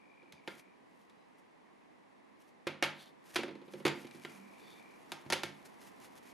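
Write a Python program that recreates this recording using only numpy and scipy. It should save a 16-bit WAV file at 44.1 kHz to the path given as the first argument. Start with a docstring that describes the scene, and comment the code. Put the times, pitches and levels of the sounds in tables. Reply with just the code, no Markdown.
"""On a desk in a quiet room, small clay figures are picked up, set down and bumped on a plastic tray.
Each impact excites damped modes of tray and desk, a hollow thump, while the chattering contact radiates
a dry clack and a bright snap. A bumped figure rocks from edge to edge; a dragged one makes the tray groan.
Fingers rub clay and a paper card with stick-slip friction; faint narrow hisses and squeaks pass now and
then. The room reverberates briefly, over an on-and-off electric whirr and a low, slowly rising hush."""
import sys
import numpy as np
from scipy import signal
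from scipy.fft import rfft, irfft, next_fast_len
from scipy.io import wavfile
from scipy.ndimage import map_coordinates

SR = 44100
rng = np.random.default_rng(int(sys.argv[2]) if len(sys.argv) > 2 else 0)


def unload_audio(sound):
    """Save the sound as a 16-bit wav file, at the path given as the first command line argument."""
    columns = np.transpose(np.atleast_2d(sound))
    # keep every value between -1 and 1, then stretch to whole-number steps
    steps = np.round(np.clip(columns, -1, 1) * 32767)
    wavfile.write(sys.argv[1], SR, steps.astype(np.int16))


N = 279153
RING_TIME = np.arange(int(.7 * SR)) / SR  # time axis of one contact [s]

# hard knocks of clay on the tray: (time [s], thump [dB], clack [dB], bending [dB], snap [dB], desk [dB],
# thump centre [Hz], bending centre [Hz], desk centre [Hz], settling delay [s], settling gain [dB],
# chatter t60 [s], room gain of the clack [dB])
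HARD_KNOCKS = [ (0.4756, -43.5, -44.5, -44.5, -58.5, -76, 340, 1900, 140, 0.0044, -2, 0.027, -6.5),
               (2.669, -34, -44.5, -41.5, -54, -62, 410, 1640, 167, 0.0032, 5, 0.027, -3),
               (2.8249, -33, -31, -31, -37, -57.5, 646, 1820, 140, 0.012, -3.5, 0.037, -3.5),
               (3.3582, -36, -34, -44, -41.5, -60.5, 303, 2200, 220, 0.0034, 3, 0.034, -5.5),
               (3.4331, -43.5, -45, -44, -55.5, -70, 500, 1300, 210, 0.002, -3.5, 0.023, -8),
               (3.8518, -25.5, -32.5, -35, -41.5, -60, 273, 835, 181, .008, -4, 0.068, -4),
               (3.866, -32.5, -39, -36.5, -45, -72, 360, 2220, 170, .004, -17, 0.016, -13),
               (3.879, -47, -38, -40.5, -46, -72, 350, 2220, 170, .003, -2.5, 0.015, -4),
               (4.249, -45.5, -46.5, -47, -61, -67, 307, 2160, 200, 0.002, -20, 0.022, -8),
               (5.119, -48, -41.5, -43, -45.5, -71.5, 326, 990, 169, 0.0042, -7.5, .014, -8),
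               (5.3012, -45, -40, -36.5, -42, -56, 300, 600, 130, 0.0033, -3, 0.017, -3),
               (5.324, -35.5, -32, -34, -35, -66, 467, 1740, 120, 0.0069, -0.5, 0.028, -7),
               (5.434, -42.5, -38, -41.5, -41.5, -65.5, 323, 1670, 133, .0045, -8, 0.014, -6)]
# soft bumps of a pushed, rocking figure: (time [s], thump level [dB], thump centre [Hz])
SOFT_BUMPS = [(.228, -59.5, 346), (.333, -59, 115), (3.388, -36, 375), (3.481, -42.5, 370),
              (3.51, -49, 430), (3.5531, -48, 298), (3.6161, -53.5, 301), (3.6801, -53, 380),
              (3.7362, -44.5, 513), (3.751, -53, 337), (3.802, -48.5, 420), (3.921, -44, 473),
              (4.045, -47.5, 230), (4.1469, -53.5, 343), (5.262, -49.5, 130)]
# ticks of a fingernail or the card's edge: (time [s], clack level [dB], chatter t60 [s])
LIGHT_TICKS = [(0.3234, -57, 0.022), (1.097, -70, 0.044), (3.736, -60.5, 0.025), (4.031, -66, 0.017),
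               (4.069, -60.5, .05), (4.111, -61, 0.011), (4.15, -66, 0.016), (4.236, -64, .012)]
# hollow modes of the tray: (frequency [Hz], relative level [dB], t60 [s])
HOLLOW_MODES = [(88, -20, 0.082), (145.5, -13.5, 0.22), (215, -6, 0.053), (268, -5, 0.038),
                (349.3, 2, 0.069), (388.5, -2, 0.045), (466, -1, 0.04), (546.3, -3, 0.064)]
# stiffer bending modes of the tray: (frequency [Hz], relative level [dB], t60 [s])
BENDING_MODES = [(577, -9.5, 0.13), (735, 6, 0.02), (913, 1.5, 0.044), (1261, -7, 0.063), (1388, -8, .13),
                 (1590, -7, 0.087), (1808, 3, 0.021), (2107, -1, 0.056), (2225, -6, 0.074),
                 (2540, -15, 0.028), (2840, -7, 0.047), (3220, 1.5, 0.023), (4740, 2, 0.04),
                 (7350, 8, 0.031)]
# booming modes of the desk: (frequency [Hz], relative level [dB], t60 [s])
DESK_MODES = [(97, -2.5, 0.28), (150, 1.5, 0.48), (200.5, -3, 0.62), (236, -2, 0.72), (279.4, 1.5, 0.58),
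              (350, 4.5, 0.34), (437, -2, 0.38)]
# spectrum of the dry clack: (frequency [Hz], relative level [dB])
CLACK_SPECTRUM = [(250, -50.5), (550, -3), (880, 0), (1150, -3.5), (1800, -2.5), (2400, 0), (3200, -4.5),
                  (4300, -9), (6200, -28), (12000, -74)]
# spectrum of the bright snap: (frequency [Hz], relative level [dB])
SNAP_SPECTRUM = [(2000, -36), (3500, 4.5), (4400, 2), (6500, -1), (7800, -8), (11000, -5), (13000, -16),
                 (16000, -38)]
# groans of the tray under a dragged figure: (peak time [s], level [dB], length [s], pitch [Hz])
DRAG_GROANS = [(3.777, -59.5, 0.15, 201), (4.394, -59, 0.26, 198.4)]
# finger strokes on clay and paper: (peak time [s], level [dB], length [s])
FINGER_STROKES = [(0.534, -68, 0.18), (0.595, -67.5, 0.047), (0.994, -79.5, 0.25), (1.389, -76.5, 0.055),
                  (2.418, -70, 0.07), (2.48, -74, 0.082), (3.022, -66, 0.17), (3.301, -63, 0.15),
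                  (3.351, -54.5, 0.042), (3.727, -64.5, 0.05), (3.8, -68, 0.075), (4.0, -63, 0.15),
                  (4.157, -64.5, .07), (4.24, -61.5, 0.11), (4.342, -65, 0.15), (4.7, -68, 0.23),
                  (5.093, -74, .08), (5.661, -59, 0.03), (5.828, -60.5, 0.084), (5.878, -64, 0.047),
                  (6.042, -60.5, 0.088), (6.179, -64, 0.068), (6.28, -64.5, 0.11)]
# rustle of the card as it is taken up and held: (time [s], level [dB])
CARD_RUSTLE = [(3.65, -77), (4.15, -72.5)]
# spectrum of the rubbing: (frequency [Hz], relative level [dB])
RUB_SPECTRUM = [(600, -1), (2000, 1), (3800, -4), (6000, -4), (8000, -8), (11500, -5.5), (14000, -16),
                (16000, -38)]
# faint narrow hisses and squeaks, like a soft sniff or sliding skin:
# (peak time [s], level [dB], length [s], pitch [Hz], resonance width [Hz])
NARROW_HISSES = [(.36, -81, .09, 4720, 250), (1.208, -81, .12, 3980, 160), (1.698, -67, 0.055, 1080, 40),
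                 (3.028, -61.5, 0.15, 3450, 900), (4.696, -65, 0.23, 3560, 342)]
# reflections from the desk and the toys behind the tray: (delay [s], gain [dB])
REFLECTIONS = [(.0021, -36), (.0046, -19.5), (.0069, -12)]
# reverberation time of the room: (frequency [Hz], t60 [s])
ROOM_DECAY = [(100, .48), (260, .36), (700, .37), (1900, .37), (5000, .3), (12000, .21)]
# stereo balance at full lean: (frequency [Hz], left minus right [dB])
BALANCE = [(80, -3), (200, -6.5), (500, -2.5), (1400, -0.5), (4000, -0.5)]
# spells of electric whirr: (start [s], end [s], level [dB])
WHIRR_SPELLS = [(-.15, .8, -71), (3.9, 5.05, -68), (6.2, 7.7, -68)]
# spectrum of the hush: (frequency [Hz], relative level [dB])
HUSH_SPECTRUM = [(25, -3), (60, -19.5), (120, -14), (200, -1), (260, 0.5), (590, -7.5), (750, -5.5),
                 (1030, -4), (1400, -14.5), (1960, -9.5), (3100, -20.5), (8000, -32.5), (11500, -33.5),
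                 (14000, -64)]
# stereo width of the hush: (frequency [Hz], side minus mid [dB])
HUSH_WIDTH = [(40, 11.5), (200, 1.5), (550, 5), (1400, -1), (3500, -1), (9000, -8.5)]
# slow rise of the hush: (time [s], level [dB])
HUSH_RISE = [(2.6, -66), (4.6, -61)]


def contacts(rebound_ratio=.75, rebound_loss_db=9.5):
    """Impact excitation: hard knocks are bright, soft bumps mostly thump, ticks only clack and snap."""
    out = np.zeros((2, N))
    for (s, thump_db, clack_db, bend_db, snap_db, desk_db, thump_hz, bend_hz, desk_hz,
         settle_s, settle_db, t60, room_db) in HARD_KNOCKS:
        add(out, s, tray_ring(thump_db, bend_db, desk_db, thump_hz, bend_hz, desk_hz))
        # an edge lands, the base follows and rebounds once
        rebound = settle_s * (1 + rebound_ratio), settle_db - rebound_loss_db
        for delay, db in (0, 0), (settle_s, settle_db), rebound:
            add(out, s + delay, clack_and_snap(clack_db + db, snap_db + db, t60, room_db))
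    for s, db, hz in SOFT_BUMPS:
        add(out, s, tray_ring(db, bend_db=db - 14.5, desk_db=db - 22,
                              thump_hz=hz, bend_hz=895, desk_hz=206))
        add(out, s, clack_and_snap(clack_db=db - 11.5, snap_db=db - 26, t60=.053))
    for s, db, t60 in LIGHT_TICKS:
        add(out, s, clack_and_snap(clack_db=db, snap_db=db - 1.5, t60=t60))
    return out


def tray_ring(thump_db, bend_db, desk_db, thump_hz, bend_hz, desk_hz):
    """Free vibration: a blow rings the tray at once; the desk takes it up slowly and hums on."""
    thump = amp(thump_db) * ring(HOLLOW_MODES, thump_hz, focus_db=8, vary_db=1.5, detune=.008, rise_s=.002)
    bend = amp(bend_db) * ring(BENDING_MODES, bend_hz, focus_db=6, vary_db=2.5, detune=.004, rise_s=.0003)
    boom = amp(desk_db) * ring(DESK_MODES, desk_hz, focus_db=7, vary_db=1.5, detune=.004, rise_s=.015)
    tail = reverberation(amp(-10) * thump + amp(-7) * bend, width=.44, build_s=.0058)
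    return thump + bend + boom + tail


def ring(modes, centre_hz, focus_db, vary_db, detune, rise_s):
    """Modal superposition: damped sines add, and the spot struck favours those near one pitch."""
    hz, db, t60 = np.transpose(modes)[:, :, None]
    db = db - focus_db * np.log2(hz / centre_hz) ** 2
    # the place of the blow and the weight of the clay vary each mode's strength and pitch
    strength, shift, polarity = rng.standard_normal((3,) + hz.shape)
    decay = amp(db + vary_db * strength - 60 * RING_TIME / t60)
    waves = np.sign(polarity) * decay * np.sin(2 * np.pi * hz * (1 + detune * shift) * RING_TIME)
    return unit_onset(waves.sum(0) * (1 - np.exp(-RING_TIME / rise_s)))


def clack_and_snap(clack_db, snap_db, t60, clack_room_db=-5, snap_room_db=-5.5, snap_width=.14):
    """Transient radiation: a brief contact sends a broadband clack and snap into the room."""
    clack_pulse, snap_pulse = minimum_phase(CLACK_SPECTRUM), minimum_phase(SNAP_SPECTRUM)
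    clack = amp(clack_db) * early_reflections(chatter(clack_pulse, t60, first=1.5, uneven_db=10))
    snap = amp(snap_db) * chatter(snap_pulse, t60, first=3.5, uneven_db=4.5)
    # the snap scatters off the hand, a little differently to each side
    scatter = amp(snap_db) * chatter(snap_pulse, t60, first=0, uneven_db=3)
    to_room = amp(clack_room_db) * diffused(clack, clack_pulse)
    to_room += amp(snap_room_db) * diffused(snap, snap_pulse)
    return stereo(clack + snap, scatter, snap_width) + reverberation(to_room, width=.29, build_s=.00022)


def chatter(pulse, t60, first, uneven_db):
    """Convolution: a first touch and a dying train of tiny uneven contacts each radiate the same pulse."""
    force, size = rng.standard_normal((2, len(RING_TIME)))
    force = unit(force * amp(uneven_db * size)) * amp(-60 * RING_TIME / t60)
    force[0] = first
    return unit_onset(signal.fftconvolve(force, pulse)[:len(RING_TIME)])


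def groans(wander_rad=.5, wander_per_s=25):
    """Friction-driven vibration: a dragged figure keeps one low note of the tray humming unsteadily."""
    t = np.arange(N) / SR
    note = lambda hz: unit(np.sin(2 * np.pi * hz * t + wander_rad * wobble(wander_per_s)))
    return sum(amp(db) * swell(s, length) * note(hz) for s, db, length, hz in DRAG_GROANS)


def fingers(flicker, crackle_db=-6.5):
    """Stick-slip friction: skin catches on clay and paper in spurts of grainy, crackling hiss."""
    colour = lambda hz: amp(along(RUB_SPECTRUM, hz))
    pressure = sum(amp(db) * swell(s, length) for s, db, length in FINGER_STROKES)
    held = amp(curve(CARD_RUSTLE)) * (np.arange(N) / SR > CARD_RUSTLE[0][0])
    texture = grainy_noise(flicker, colour) + amp(crackle_db) * unit(filtered(crackles(), colour))
    return np.hypot(pressure, held) * stereo(*texture, width=.16)


def crackles(per_s=130):
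    """Poisson process: single fibres snag and let go at random moments, with uneven force."""
    return (rng.random(N) < per_s / SR) * rng.standard_normal(N)


def narrow_hisses(flicker, upper_ratio=1.26, upper_db=-7):
    """Resonance: two peaks narrow noise to a faint hiss or squeak, like a soft sniff or sliding skin."""
    out = np.zeros((2, N))
    for s, db, length, pitch_hz, width_hz in NARROW_HISSES:
        peak = lambda offset_hz: 1 / (1 + (2 * offset_hz / width_hz) ** 2)
        pair = lambda hz: peak(hz - pitch_hz) + amp(upper_db) * peak(hz - upper_ratio * pitch_hz)
        out += amp(db) * swell(s, length) * grainy_noise(flicker, pair)
    return stereo(*out, width=.16)


def grainy_noise(flicker, response):
    """Source and filter: flickering noise, mid and side, takes the colour of a response."""
    return unit(filtered(flicker * rng.standard_normal((2, N)), response))


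def swell(peak_s, length, rise_share=.47, edge_db=14.5):
    """Gaussian envelope: a sound builds to a peak and dies away."""
    offset = (np.arange(N) / SR - peak_s) / length
    distance = np.maximum(-offset / rise_share, offset / (1 - rise_share))
    return amp(-edge_db * np.minimum(distance ** 2, 20))


def early_reflections(x):
    """Comb filtering: delayed copies from nearby surfaces ripple the spectrum."""
    echoes = sum(amp(db) * np.pad(x, (round(s * SR), 0))[:len(x)] for s, db in REFLECTIONS)
    return unit_onset(x + echoes)


def diffused(x, pulse):
    """Spatial averaging: over all directions a contact keeps its energy and colour but loses its ripple."""
    return np.pad(pulse, (0, len(x) - len(pulse))) * np.linalg.norm(x) / np.linalg.norm(pulse)


def reverberation(x, width, build_s):
    """Diffuse field: a tail builds up and dies faster in the treble, nearly alike at both ears."""
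    n = len(RING_TIME)
    hz, t, noise = signal.stft(rng.standard_normal((2, n)), SR, nperseg=256)
    decay = amp(-60 * t / along(ROOM_DECAY, hz)[:, None])
    mid, side = signal.istft(noise * decay, SR, nperseg=256)[1][:, :n]
    tail = stereo(mid, side, width) * (1 - np.exp(-RING_TIME / build_s)) ** 2
    return signal.fftconvolve(x[None], tail / np.linalg.norm(tail[0]), axes=1)[:, :n]


def whirr(centre_hz=2350, half_band_hz=135, mains_hz=50, fade_s=.15, pan_db=3):
    """Amplitude modulation: narrow noise swells once each mains cycle, a thin buzz off to the left."""
    t = np.arange(N) / SR
    band = lambda hz: 1 / (1 + ((hz - centre_hz) / half_band_hz) ** 4)
    bursts = .4 + np.cos(np.pi * mains_hz * t) ** 6
    mid, side = unit(filtered(rng.standard_normal((2, N)), band) * bursts)
    running = sum(amp(db) * np.clip(np.minimum(t - on, off - t) / fade_s, 0, 1)
                  for on, off, db in WHIRR_SPELLS)
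    return running * stereo(mid, side, width=.29) * amp([[pan_db], [-pan_db]])


def hush():
    """Partial coherence: soft room noise is wide in the bass and narrower in the treble."""
    mid, side = unit(filtered(rng.standard_normal((2, N)), lambda hz: amp(along(HUSH_SPECTRUM, hz))))
    side = filtered(side, lambda hz: amp(along(HUSH_WIDTH, hz)))
    return amp(curve(HUSH_RISE)) * lean_right(stereo(mid, side, width=1), share=.55)


def lean_right(x, share):
    """Interaural level difference: low notes are louder on the right."""
    return filtered(x, lambda hz: amp(share * along(BALANCE, hz) * np.array([[.5], [-.5]])))


def stereo(mid, side, width):
    """Sum and difference give left and right."""
    return np.array([mid + width * side, mid - width * side])


def amp(db):
    """Decibel law: level to amplitude ratio."""
    return 10 ** (np.asarray(db) / 20)


def unit(x):
    """Normalisation to rms 1."""
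    return x / np.sqrt(np.mean(x ** 2) + 1e-20)


def unit_onset(x, onset_s=.008):
    """Normalisation to rms 1 over the onset."""
    return x / np.sqrt(np.mean(x[:int(onset_s * SR)] ** 2) + 1e-20)


def along(points, hz):
    """Interpolation on a logarithmic frequency axis."""
    knots_hz, values = np.transpose(points)
    return np.interp(np.log(hz + 1), np.log(knots_hz), values)


def curve(points):
    """Linear interpolation in time, at every sample."""
    return np.interp(np.arange(N) / SR, *np.transpose(points))


def wobble(knots_per_s):
    """Random fluctuation: straight lines join Gaussian values."""
    return map_coordinates(rng.standard_normal(N), [np.arange(N) * knots_per_s / SR], order=1)


def filtered(x, response):
    """Linear filtering: the spectrum is multiplied by a frequency response."""
    n = x.shape[-1]
    size = next_fast_len(n + 8192)
    return irfft(rfft(x, size) * response(np.fft.rfftfreq(size, 1 / SR)), size)[..., :n]


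def minimum_phase(spectrum, size=1024):
    """Minimum phase: folding the cepstrum gives the most compact causal pulse with this spectrum."""
    gain = amp(along(spectrum, np.fft.rfftfreq(size, 1 / SR)))
    cepstrum = irfft(np.log(gain))
    cepstrum[1:size // 2] *= 2
    cepstrum[size // 2 + 1:] = 0
    return irfft(np.exp(rfft(cepstrum)))


def add(out, s, sound):
    """Superposition: a sound joins the mix at time s."""
    start = round(s * SR)
    out[:, start:start + len(RING_TIME)] += sound[:, :N - start]


def scene():
    """Superposition of sources: tray and hands close by, the room behind them."""
    tray = lean_right(contacts() + groans(), share=1)
    flicker = unit(amp(-1.5 * wobble(400) + 2.5 * wobble(60)))  # fine grain and slower spurts
    return tray + fingers(flicker) + narrow_hisses(flicker) + whirr() + hush()


def record(dry, bass_hz=75, top_hz=15600):
    """Band limiting: the microphone thins the deep bass and cuts off the highest treble."""
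    thin = signal.sosfilt(signal.butter(2, bass_hz, "high", fs=SR, output="sos"), dry)
    return filtered(thin, lambda hz: 1 / (1 + (hz / top_hz) ** 80))


dry = scene()
out = record(dry)
unload_audio(out)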